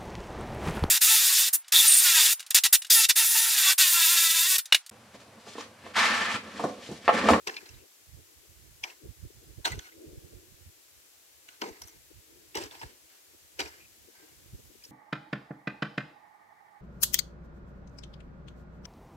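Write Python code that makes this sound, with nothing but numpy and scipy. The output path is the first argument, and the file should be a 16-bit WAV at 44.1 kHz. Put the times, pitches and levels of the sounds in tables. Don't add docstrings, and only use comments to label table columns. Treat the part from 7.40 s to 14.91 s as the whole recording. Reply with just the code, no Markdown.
import sys
import numpy as np
from scipy import signal
from scipy.fft import rfft, irfft, next_fast_len
from scipy.io import wavfile
from scipy.ndimage import uniform_filter1d

SR = 44100
rng = np.random.default_rng(int(sys.argv[2]) if len(sys.argv) > 2 else 0)


def wrap_up_sound(samples):
    columns = np.atleast_2d(samples).T
    tamed = np.clip(columns, -1, 1)
    steps = np.round(tamed * 32767).astype(np.int16)
    wavfile.write(sys.argv[1], SR, steps)


def linear_from_db(decibels):
    return 10 ** (np.asarray(decibels, float) / 20)


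N = 331191
TIME = np.arange(N) / SR

# frequency in Hz, spectral density in dB.
FIELD_SPECTRUM = [(40, -15.5), (190, -12.5), (250, -5), (340, -3.5), (480, -3), (750, -7.5), (1300, -6.5),
                  (2200, -1), (4000, -2), (7500, -1.5), (11500, 0.5), (14000, -0.5), (15700, -5.5)]
FIELD_DB = -56.5

# time in seconds, level in dB.
GUST = [(0, -68.5), (0.55, -80), (1.15, -64.5), (1.55, -79.5), (1.88, -61.5), (2.25, -61.5), (2.5, -74),
        (3.0, -56.5), (3.4, -78.5), (3.75, -80.5), (4.15, -73.5), (4.88, -68.5), (5.25, -63), (5.75, -80),
        (6.35, -62.5), (6.75, -76.5), (7.15, -58), (7.5, -72.5)]
# centre in seconds, left level in dB, right level in dB,
# half length in ms.
THUMPS = [(0.356, -57.5, -45, 40), (1.847, -45, -34.5, 32.8), (2.187, -54.5, -38, 33),
          (2.322, -46.5, -33, 30.6), (2.36, -40.5, -41.5, 50.7), (2.68, -51.5, -46, 33.6),
          (2.731, -48.5, -47.5, 26.6), (2.78, -40.5, -38, 15.4), (3.277, -50, -49, 36),
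          (4.31, -53, -48.5, 15.3), (5.24, -47.5, -49, 31), (5.449, -44.5, -44, 31.6),
          (7.142, -40.5, -36, 21.4)]
# centre in seconds, level in dB, half length in ms.
EDDIES = [(0.31, -47.5, 25), (0.41, -58, 51), (0.751, -45.5, 105.3), (0.978, -54, 24.6), (1.102, -52, 39),
          (1.27, -53, 163), (1.424, -56, 31.4), (1.655, -43, 33.6), (1.696, -37, 37.3), (1.79, -48, 46),
          (1.969, -51.5, 42.3), (2.1, -46.5, 80), (2.38, -32.5, 8.74), (2.845, -45.5, 34.6),
          (2.955, -42, 45.7), (3.125, -44, 11.8), (3.236, -52.5, 79), (3.97, -65.5, 49), (4.439, -49.5, 42),
          (4.57, -56.5, 46), (4.768, -51, 63.6), (5.17, -44, 28), (6.232, -48.5, 67), (7.07, -54, 55),
          (7.19, -53.5, 44), (7.266, -51.5, 41.5), (7.5, -51.5, 16.2)]
# centre in seconds, left level in dB, right level in dB,
# half length in ms.
FLUTTERS = [(0.23, -46, -68, 9.7), (0.435, -55.5, -70, 42), (0.789, -56, -71.5, 41),
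            (1.047, -59, -76.5, 21.2), (1.644, -63.5, -77.5, 185), (1.656, -49, -60, 56.8),
            (1.85, -49.5, -54, 16.4), (1.908, -48.5, -71, 9.2), (2.03, -53.5, -80.5, 25.4),
            (2.1, -57, -68, 68), (2.194, -50.5, -54.5, 21), (2.38, -46, -51.5, 25), (2.631, -59, -67, 41),
            (2.66, -50, -50, 201.5), (2.733, -53, -65.5, 10.7), (2.85, -58.5, -63.5, 43),
            (2.933, -50, -52, 11.4), (2.95, -63, -58, 242), (2.98, -62, -69.5, 26.6),
            (4.713, -49.5, -73, 15.8), (4.97, -60.5, -62, 178), (5.445, -53, -49, 19.7),
            (5.948, -69, -58.5, 17.8), (6.69, -52, -72.5, 25.2), (6.833, -57.5, -63, 47.4),
            (7.145, -57.5, -57, 25), (7.197, -54.5, -58.5, 21), (7.31, -55, -71, 28),
            (7.355, -51, -66, 9.7), (7.467, -55, -73.5, 9.1)]
# frequency in Hz, level in dB.
THUMP_SPECTRUM = [(30, -10.5), (62, 0), (85, -1), (130, -7), (190, -16.5), (260, -25), (400, -56.5)]
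# frequency in Hz, level in dB.
FLUTTER_SPECTRUM = [(150, -33), (250, -9.5), (320, 4), (410, -1.5), (510, -7), (660, -19.5), (1000, -42.5)]
SHELTER_DB = -26.5
CALM_DB, FLUTTER_DB = -74, -75
FLUTTER_SHARE = 0.468

# time in seconds, jolt of the heap in dB, force on the hollow in dB,
# force on the wall in dB.
BLOWS = [
    (0.071, -35.5, -36.5, -37),
    (1.436, -47, -56.5, -44.5),
    (2.2538, -29, -45, -32),
    (4.218, -56.5, -31.5, -38.5),
    (5.1532, -54, -33, -39),
    (6.1908, -31.5, -33.5, -38),
]
HOLLOW_FADE_DB_S, WALL_FADE_DB_S, JOLT_FADE_DB_S = 160.5, 243.5, 559
RING_LEAD_S = 0.002956
# time in seconds, peak in dB, own ring in Hz,
# edge in dB against the peak.
TEARS = [(0.0717, -19.5, 2647, -19.5), (0.0817, -31, 2570, -32), (0.0946, -26.5, 1760, -34),
         (1.438, -18, 3118, -23), (1.4454, -33.5, 2230, -29.5), (2.2538, -12.5, 3904, -18.5),
         (2.2744, -26.5, 1520, -30), (2.3195, -23, 1997, -19.5), (4.2173, -20.5, 2937, -20),
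         (4.2394, -30, 1520, -24.5), (4.261, -36, 1530, -22.5), (5.1537, -19, 2133, -17),
         (5.1713, -22.5, 5700, -33), (5.211, -42.5, 2870, -13.5), (5.2374, -33, 5040, -9.5),
         (5.2581, -38.5, 5820, -24), (6.193, -19, 2340, -21), (6.2044, -23.5, 2950, -22),
         (6.2148, -20, 2400, -31.5), (6.2579, -31, 2390, -21.5)]
# time in seconds, peak in dB, # own
# ring in Hz, wall in dB against the peak, edge in dB against the peak.
TWIGS = [(0.1424, -30.5, 2770, -18.5, -28), (0.166, -27.5, 2350, -37.5, -33.5),
         (0.1673, -33, 4200, -28, -33), (0.176, -32, 2330, -33.5, -29.5), (0.2581, -38, 4110, -23.5, -19),
         (0.2908, -37.5, 5620, -29, -25.5), (1.501, -42, 2690, -25.5, -23), (2.391, -31.5, 6290, -25, -30),
         (4.088, -33, 2924, -29, -25.5), (4.4176, -32.5, 5550, -14.5, -2), (4.474, -43.5, 5900, -17, 3.5),
         (4.482, -42, 5900, -18, -0.5), (4.492, -49.5, 5900, -21, -2.5), (5.1456, -34, 2800, -14, -30),
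         (5.3107, -36.5, 3470, -23.5, -25.5), (5.3504, -40, 3330, -10.5, -19.5),
         (5.395, -42, 5120, -24, -20), (5.415, -34.5, 2850, -14, -26.5), (5.432, -32, 2083, -7.5, -27),
         (6.395, -50.5, 2450, -14.5, -14), (7.441, -39, 5000, -24.5, -4), (7.45, -41, 5570, -28, -13.5)]
TWIG_HOLLOW_DB = -28
# frequency in Hz, width in Hz, level in dB.
FIBRE = [
    [(1710, 300, 8.5), (2666, 83, 22), (4200, 1700, 3), (5110, 176, 14.5), (5400, 200, 11.5),
     (7700, 390, -23.5)],
    [(1760, 104, 6.5), (2330, 163, 18), (3050, 290, -19), (4850, 110, 12.5), (5300, 330, 11),
     (6560, 590, 0)],
    [(1500, 81, 11.5), (1910, 510, 4), (4200, 180, -14.5), (4543, 330, 3), (5900, 77, -2), (6710, 600, 0),
     (8197, 570, 1)],
    [(1274, 140, 2.5), (1520, 77, 8.5), (2150, 137, 5.5), (2950, 410, -0.5), (4240, 224, -9.5),
     (5300, 194, 1), (5800, 190, -5.5)],
    [(1723, 240, -4.5), (2073, 109, 13), (2950, 420, -10.5), (3873, 112, 4), (4750, 234, -7.5),
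     (5900, 150, 1.5), (7820, 230, 0.5)],
    [(1706, 136, 3.5), (2690, 410, 7), (2806, 133, 8.5), (3860, 79, 6.5), (4696, 456, 3.5),
     (5820, 170, -3.5)],
]
# frequency in Hz, width in Hz, level in dB.
SNAP = [(1260, 1540, -27), (4030, 2680, -9)]
# frequency in Hz, width in Hz, level in dB.
HOLLOW = [(195, 103, -12), (288.1, 59, -2), (347, 86, 0), (436.2, 60, 1), (516.2, 57.5, -6)]
# frequency in Hz, width in Hz, level in dB.
WALL = [(669.3, 69, -9), (775.6, 52.2, -2.5), (907.4, 132.7, -2), (1044.5, 79.5, -2.5)]
# frequency in Hz, width in Hz, level in dB.
EDGE = [(10520, 4000, -12), (12203, 480, -6)]
# frequency in Hz, width in Hz, level in dB.
HEAP = [(1530, 1370, -2.5), (2110, 392, 4.5), (2745, 588, -1), (4200, 930, -3.5), (5620, 1130, -14),
        (7260, 500, -9.5)]
# start in seconds, length in seconds, level in dB,
# hollow in dB against the level, wall in dB against the level.
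SLIDES = [(0.105, 0.066, -51, -1, 1), (0.21, 0.178, -56.5, -3, -6.5), (1.447, 0.067, -51, -7.5, -4),
          (2.265, 0.0748, -44.5, -1, -3.5), (2.386, 0.0854, -54, -8.5, -8.5),
          (4.087, 0.058, -56, -20.5, -7.5), (4.227, 0.0625, -49, 11.5, 3), (4.328, 0.24, -60, -3, -3.5),
          (5.175, 0.069, -41.5, 2.5, -3), (5.312, 0.0694, -51.5, -6.5, -1.5), (5.413, 0.0206, -51, -2, -2),
          (5.45, 0.0827, -59, 4, -4.5), (5.699, 0.098, -62, -9, -12.5), (6.205, 0.0673, -43.5, -3.5, -3),
          (6.317, 0.089, -57, -11.5, -11.5), (6.749, 0.177, -61, -6, -3)]
SLIDE_RISE_DB_S, SLIDE_SAG_DB_S, SLIDE_FALL_DB_S = 904, 25, 361.5

# time in seconds, peak in dB, stronger ring in Hz, weaker ring in Hz.
TICKS = [(0.0738, -20, 2537, 5750), (0.0795, -23.5, 3940, 1206), (0.0831, -26, 2740, 5740),
         (0.088, -41, 1400, 2650), (0.0906, -40, 1850, 3210), (0.0956, -30, 2270, 3170),
         (0.0986, -33, 1740, 3080), (0.168, -26.5, 2306, 4100), (0.1704, -32.5, 2360, 4110),
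         (0.174, -33, 2500, 3470), (0.1792, -40, 2450, 3700), (1.4347, -37.5, 2450, 4780),
         (1.4388, -22, 3034, 5300), (1.4431, -28, 2220, 5640), (1.4465, -38, 2240, 1210),
         (1.4517, -40, 2150, 3250), (2.252, -20.5, 4200, 2540), (2.2548, -28.5, 3760, 2690),
         (2.2577, -17, 3700, 6830), (2.2616, -24.5, 4170, 1550), (2.264, -24.5, 1410, 3830),
         (2.2723, -30, 1210, 4220), (2.2765, -35, 1210, 3770), (2.281, -28.5, 1210, 2070),
         (2.3234, -37.5, 2020, 2930), (2.3292, -36, 2000, 4110), (2.3911, -35, 3790, 6050),
         (2.3946, -32, 3270, 1660), (4.2168, -31.5, 3260, 5400), (4.2206, -23.5, 2866, 5330),
         (4.2243, -34, 1890, 2820), (4.227, -32.5, 2110, 1210), (4.2407, -41.5, 1490, 2950),
         (4.418, -36.5, 5640, 7200), (4.421, -30, 5670, 4900), (5.1504, -32, 2810, 3850),
         (5.1535, -26.5, 5450, 2135), (5.1567, -28.5, 5770, 3260), (5.1615, -33.5, 2880, 1210),
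         (5.167, -28, 1210, 5400), (5.1731, -27, 5710, 3260), (5.1758, -37, 2950, 5840),
         (5.2145, -41.5, 2860, 5470), (5.2252, -36, 2910, 4220), (5.2385, -31.5, 5040, 6200),
         (6.1923, -28, 5620, 2880), (6.1968, -25.5, 2420, 3840), (6.2021, -28, 2330, 4130),
         (6.2045, -21, 2980, 5900), (6.2079, -33.5, 3060, 4590)]
TICK_DB, TICK_WEAK_DB = 3, -3
TICK_CYCLES, TICK_RISE_S = 2.6, .00012
# start in seconds, length in seconds, level in dB, resonance in Hz.
SCRAPES = [(0.175, 0.019, -45.5, 2534), (1.475, 0.0094, -48, 2490), (1.5, 0.00997, -46.5, 2726),
           (2.251, 0.016, -37.5, 1554), (2.261, 0.0169, -35, 958), (2.324, 0.0152, -38.5, 1994),
           (2.441, 0.0283, -54, 2164), (2.469, 0.0284, -52, 1500), (2.487, 0.0173, -61.5, 2910),
           (2.518, 0.0164, -55.5, 2060), (0.162, .008, -45.5, 4200), (0.288, 0.0081, -56, 5970),
           (0.341, .012, -55.5, 3750), (0.381, 0.044, -64.5, 2624), (4.419, .01, -52, 5800),
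           (5.413, 0.0152, -43, 960), (5.164, 0.028, -38.5, 903), (6.302, 0.049, -60, 1595),
           (0.095, .01, -41, 1677), (5.18, 0.041, -47.5, 566.3), (4.271, 0.0282, -59.5, 6310),
           (0.083, .012, -41.5, 400.5), (1.436, 0.0274, -45, 857), (2.285, .02, -46.5, 631),
           (5.206, 0.023, -46.5, 7740), (4.227, .02, -38.5, 917), (4.232, .013, -53, 2990),
           (4.433, 0.0125, -50.5, 5600), (4.473, 0.031, -57, 5900), (5.157, 0.0109, -40, 2880),
           (5.215, 0.016, -52, 2890), (5.315, 0.0279, -54.5, 951), (5.394, 0.0185, -53.5, 5160),
           (5.424, 0.0183, -43, 1690), (6.19, 0.019, -42, 519.4), (6.272, 0.023, -53.5, 5400),
           (6.398, 0.0374, -57.5, 2434), (6.441, 0.0224, -58.5, 2520), (7.418, 0.0121, -59, 2394),
           (7.437, .006, -48.5, 5030), (7.438, 0.0083, -57.5, 3120), (7.445, .014, -50, 5210),
           (7.448, 0.0092, -59.5, 5850)]
SCRAPE_WIDTH = 0.0535

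# time in seconds, level in dB.
DRONE = [(5.9, -100), (6.4, -81), (7.5, -81)]
DRONE_HZ = 219
# time in seconds, pitch in Hz, level in dB.
BIRD = [
    (6.745, 1545, -88),
    (6.758, 1555, -68),
    (6.775, 1565, -70),
    (6.79, 1565, -82),
    (6.803, 1575, -69),
    (6.87, 1580, -74),
    (6.89, 1580, -88),
]

PORT_LAG = 14
# frequency in Hz, level in dB.
SHADOW = [(300, 0.5), (700, -8), (1600, 0), (3500, 0)]
# frequency in Hz, level in dB.
RIGHT_PORT = [(300, -1.5), (650, 6), (1200, 3), (1700, 2.5), (2200, -2.5), (2800, -2), (4500, 0), (6500, 1),
              (7800, 2.5), (9700, -26), (12000, -6.5), (15000, -12)]


def unit(x):
    return x / np.sqrt(np.mean(x ** 2, axis=-1, keepdims=True))


def colour(x, points):
    hz, db = np.transpose(points)
    size = next_fast_len(N + 4096)
    bins = np.arange(size // 2 + 1) * SR / size + 1
    gain = linear_from_db(np.interp(np.log(bins), np.log(hz), db))
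    return irfft(rfft(x, size) * gain, size)[..., :N]


def ring(x, modes):
    out, power = 0, 0
    for k, (hz, width, db) in enumerate(modes):
        width = max(width, 20)
        b, a = signal.iirpeak(hz, hz / width, SR)
        out = out + (-1) ** k * linear_from_db(db) * signal.lfilter(b, a, x)
        power += linear_from_db(db) ** 2 * np.pi * width / SR
    return out / np.sqrt(power)


def walk(rate):
    fine = 8
    steps = rng.standard_normal((2, int(N / SR * rate) + 2))
    steps = np.repeat(steps, fine, axis=1)
    smooth = unit(uniform_filter1d(uniform_filter1d(steps, fine), fine))
    return np.array([np.interp(TIME * rate * fine, np.arange(len(row)), row) for row in smooth])


def grit(size, spread_db, alike):
    snap_db = spread_db * np.minimum(rng.exponential(size=size), 4.5)
    snaps = rng.standard_normal((3, size)) * linear_from_db(snap_db)
    alike = np.clip(alike, 0, 1)
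    return unit(np.sqrt(alike) * snaps[0] + np.sqrt(1 - alike) * snaps[1:])


def at_ports(left, right):
    return np.array([left, colour(np.roll(right, PORT_LAG), SHADOW)])


def field():
    noise = rng.standard_normal((3, N))
    shared = np.array([noise[0], np.roll(noise[0], PORT_LAG)])
    hiss = unit(colour(noise[1:] + 0.307 * shared, FIELD_SPECTRUM))
    return hiss * linear_from_db(FIELD_DB + 0.059 * walk(6.43)[0] + 0.034 * walk(22))


def buffets(puffs, breeze_db, spectrum, rough_db):
    eddies = unit(colour(rng.standard_normal((2, 2, N)), spectrum))
    out = eddies[0] * linear_from_db(breeze_db + rough_db * walk(30))
    for s, left_db, right_db, ms in puffs:
        half = int(ms * SR / 1000)
        a, b = max(int(s * SR) - half, 0), min(int(s * SR) + half, N)
        bell = np.hanning(b - a)
        puff = unit(eddies[1, :, a:b] * bell) * np.sqrt(np.mean(bell ** 2))
        out[:, a:b] += linear_from_db(np.array([[left_db], [right_db]])) * puff
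    return out


def wind():
    gust_db = np.interp(TIME, *np.transpose(GUST))
    deep = THUMPS + [(s, db + SHELTER_DB, db, ms) for s, db, ms in EDDIES]
    thumps = buffets(deep, gust_db + np.array([[SHELTER_DB + 15.5], [0]]), THUMP_SPECTRUM, 5.1)
    flutter_db = FLUTTER_DB + FLUTTER_SHARE * (gust_db - CALM_DB)
    return thumps + buffets(FLUTTERS, flutter_db, FLUTTER_SPECTRUM, 4.32)


def crack_rows():
    rows = [(s, db, hz, TWIG_HOLLOW_DB, wall_db, edge_db) for s, db, hz, wall_db, edge_db in TWIGS]
    for s, db, hz, edge_db in TEARS:
        start, _, hollow_db, wall_db = min(BLOWS, key=lambda blow: abs(blow[0] - s))
        late = max(s - start, 0)
        hollow_db = hollow_db - HOLLOW_FADE_DB_S * late - db
        wall_db = wall_db - WALL_FADE_DB_S * late - db
        rows.append((s, db, hz, hollow_db, wall_db, edge_db))
    return rows


def cracks(force):
    own = np.zeros((2, N))
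    lead = 400
    onset = (np.arange(4000) - lead) / SR
    for s, db, hz, hollow_db, wall_db, edge_db in crack_rows():
        strength = np.clip((db + 31) / 30, 0, 1)
        bite = 0.513 * np.exp(np.minimum(onset, 0) / (0.00056 + 0.0064 * strength))
        tearing = np.exp(-onset / (0.0044 + .001 * strength))
        shape = np.where(onset < 0, bite, tearing)
        burst = grit(len(onset), 2.83, 0.366) * shape
        burst *= np.sqrt(np.sum(shape ** 2) / np.sum(burst ** 2, axis=1, keepdims=True))
        burst[:, lead] += 5 * np.clip((db + 45.5) / 12, 0, 1)
        i = int(s * SR) - lead
        burst = burst[:, :N - i]
        span = slice(i, i + burst.shape[1])
        twig_db = 5 * (1 - strength)
        gains_db = (-6.5 - twig_db, hollow_db + 2.5, wall_db + 4.0, edge_db - 0.5)
        for layer, gain_db in zip(force, gains_db):
            layer[:, span] += burst * linear_from_db(db + gain_db)
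        own[:, span] += ring(burst, [(hz, 0.1106 * hz, 0)]) * linear_from_db(db - 14.5 + twig_db)
    return own


def rattle():
    knocks = grit(N, 2.09, 0.289) * linear_from_db(1.86 * walk(120)[0])
    level = np.full((4, N), 1e-8)
    fade_db = -JOLT_FADE_DB_S * TIME[:SR // 4]
    for s, jolt_db, hollow_db, wall_db in BLOWS:
        i = int((s + 0.0027) * SR)
        peaks_db = [jolt_db, hollow_db - 3.5, wall_db + 2.5, jolt_db - 20]
        level[:, i:i + SR // 4] += linear_from_db(np.add.outer(peaks_db, fade_db))
    for s, length, db, hollow_db, wall_db in SLIDES:
        span = slice(max(int((s - .1) * SR), 0), int((s + length + .3) * SR))
        since = TIME[span] - s
        shape_db = (SLIDE_RISE_DB_S * np.minimum(since, 0) - SLIDE_SAG_DB_S * np.maximum(since, 0)
                    - SLIDE_FALL_DB_S * np.maximum(since - length, 0))
        level[:, span] += linear_from_db(db + np.add.outer([0, hollow_db, wall_db, -17], shape_db))
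    return knocks * level[:, None]


def clatter(force, patchy_db):
    _, widths, levels_db = np.transpose(HEAP)
    total = np.sum(linear_from_db(levels_db) ** 2 * widths)
    out = 0
    for hz, width, db in HEAP:
        share = linear_from_db(db) * np.sqrt(width / total)
        out = out + share * ring(force, [(hz, width, 0)]) * linear_from_db(patchy_db * walk(70)[0])
    return out


def early_alike(force):
    alike = 0.818 * force.mean(axis=0) + .5 * force
    return np.roll(alike, -int(RING_LEAD_S * SR), axis=1)


def chopping():
    heap, hollow, wall, edge = rattle()
    fibre = heap / 2
    own = cracks([fibre, hollow, wall, edge])
    edges = [0] + [int((blow[0] - .025) * SR) for blow in BLOWS[1:]] + [N]
    bright = [ring(fibre[:, a:b], modes + SNAP) for a, b, modes in zip(edges, edges[1:], FIBRE)]
    hollow_band = signal.butter(2, [170, 650], "bandpass", fs=SR, output="sos")
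    wall_band = signal.butter(2, [600, 1300], "bandpass", fs=SR, output="sos")
    edge_band = signal.butter(3, 7500, "highpass", fs=SR, output="sos")
    hollow = signal.sosfilt(hollow_band, ring(early_alike(hollow), HOLLOW))
    wall = signal.sosfilt(wall_band, ring(early_alike(wall), WALL))
    edge = signal.sosfilt(edge_band, ring(edge, EDGE))
    left, right = np.hstack(bright) + linear_from_db(-3) * clatter(heap, 1.68) + own + hollow + wall + edge
    return at_ports(left, right)


def ticks():
    out, since = np.zeros(N), TIME[:600]
    rise = 1 - np.exp(-since / TICK_RISE_S)
    for (s, db, hz, weak_hz), sign in zip(TICKS, rng.choice([-1, 1], (len(TICKS), 2))):
        i = int(s * SR)
        for ring_hz, ring_db, way in zip((hz, weak_hz), (0, TICK_WEAK_DB), sign):
            fade = np.exp(-since * np.sqrt(ring_hz * 3000) / TICK_CYCLES)
            tone = np.sin(2 * np.pi * ring_hz * since)
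            out[i:i + len(since)] += way * linear_from_db(db + ring_db + TICK_DB) * rise * fade * tone
    return out


def scrapes():
    out = np.zeros(N)
    for (s, length, db, hz), rub in zip(SCRAPES, rng.standard_normal((len(SCRAPES), 4000))):
        bell = np.hanning(min(int(1.4 * length * SR), len(rub))) ** .5
        squeak = unit(ring(rub, [(hz, SCRAPE_WIDTH * hz, 0)])[-len(bell):]) * bell
        i = int((s - .2 * length) * SR)
        out[i:i + len(bell)] += linear_from_db(db) * squeak
    return out


def splinters():
    source = ticks() + scrapes()
    return at_ports(source, source)


def drone():
    wander = walk(11)
    phase = 2 * np.pi * np.cumsum(DRONE_HZ * (1 + 0.03 * wander[0])) / SR
    level_db = np.interp(TIME, *np.transpose(DRONE), left=-200)
    return np.sin(phase) * linear_from_db(level_db + 5.27 * wander[1])


def bird():
    s, hz, db = np.transpose(BIRD)
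    phase = 2 * np.pi * np.cumsum(np.interp(TIME, s, hz) + 14 * walk(60)[0]) / SR
    level_db = np.interp(TIME, s, db, left=-200, right=-200)
    return np.sqrt(2) * np.sin(phase) * linear_from_db(level_db + 2.2 * walk(80)[0])


def scene():
    gusts = wind()
    left, right = field() + chopping() + splinters() + drone() + bird()
    return np.array([left, colour(right, RIGHT_PORT)]) + gusts


def roll_off(x):
    return signal.sosfilt(signal.butter(12, 16470, fs=SR, output="sos"), x)


def record(dry):
    low_cut = signal.butter(3, 42, "highpass", fs=SR, output="sos")
    top_cut = signal.ellip(10, .5, 60, 15830, fs=SR, output="sos")
    mix = signal.sosfilt(np.vstack([low_cut, top_cut]), dry)
    return roll_off(mix)


dry = scene()
out = record(dry)
wrap_up_sound(out)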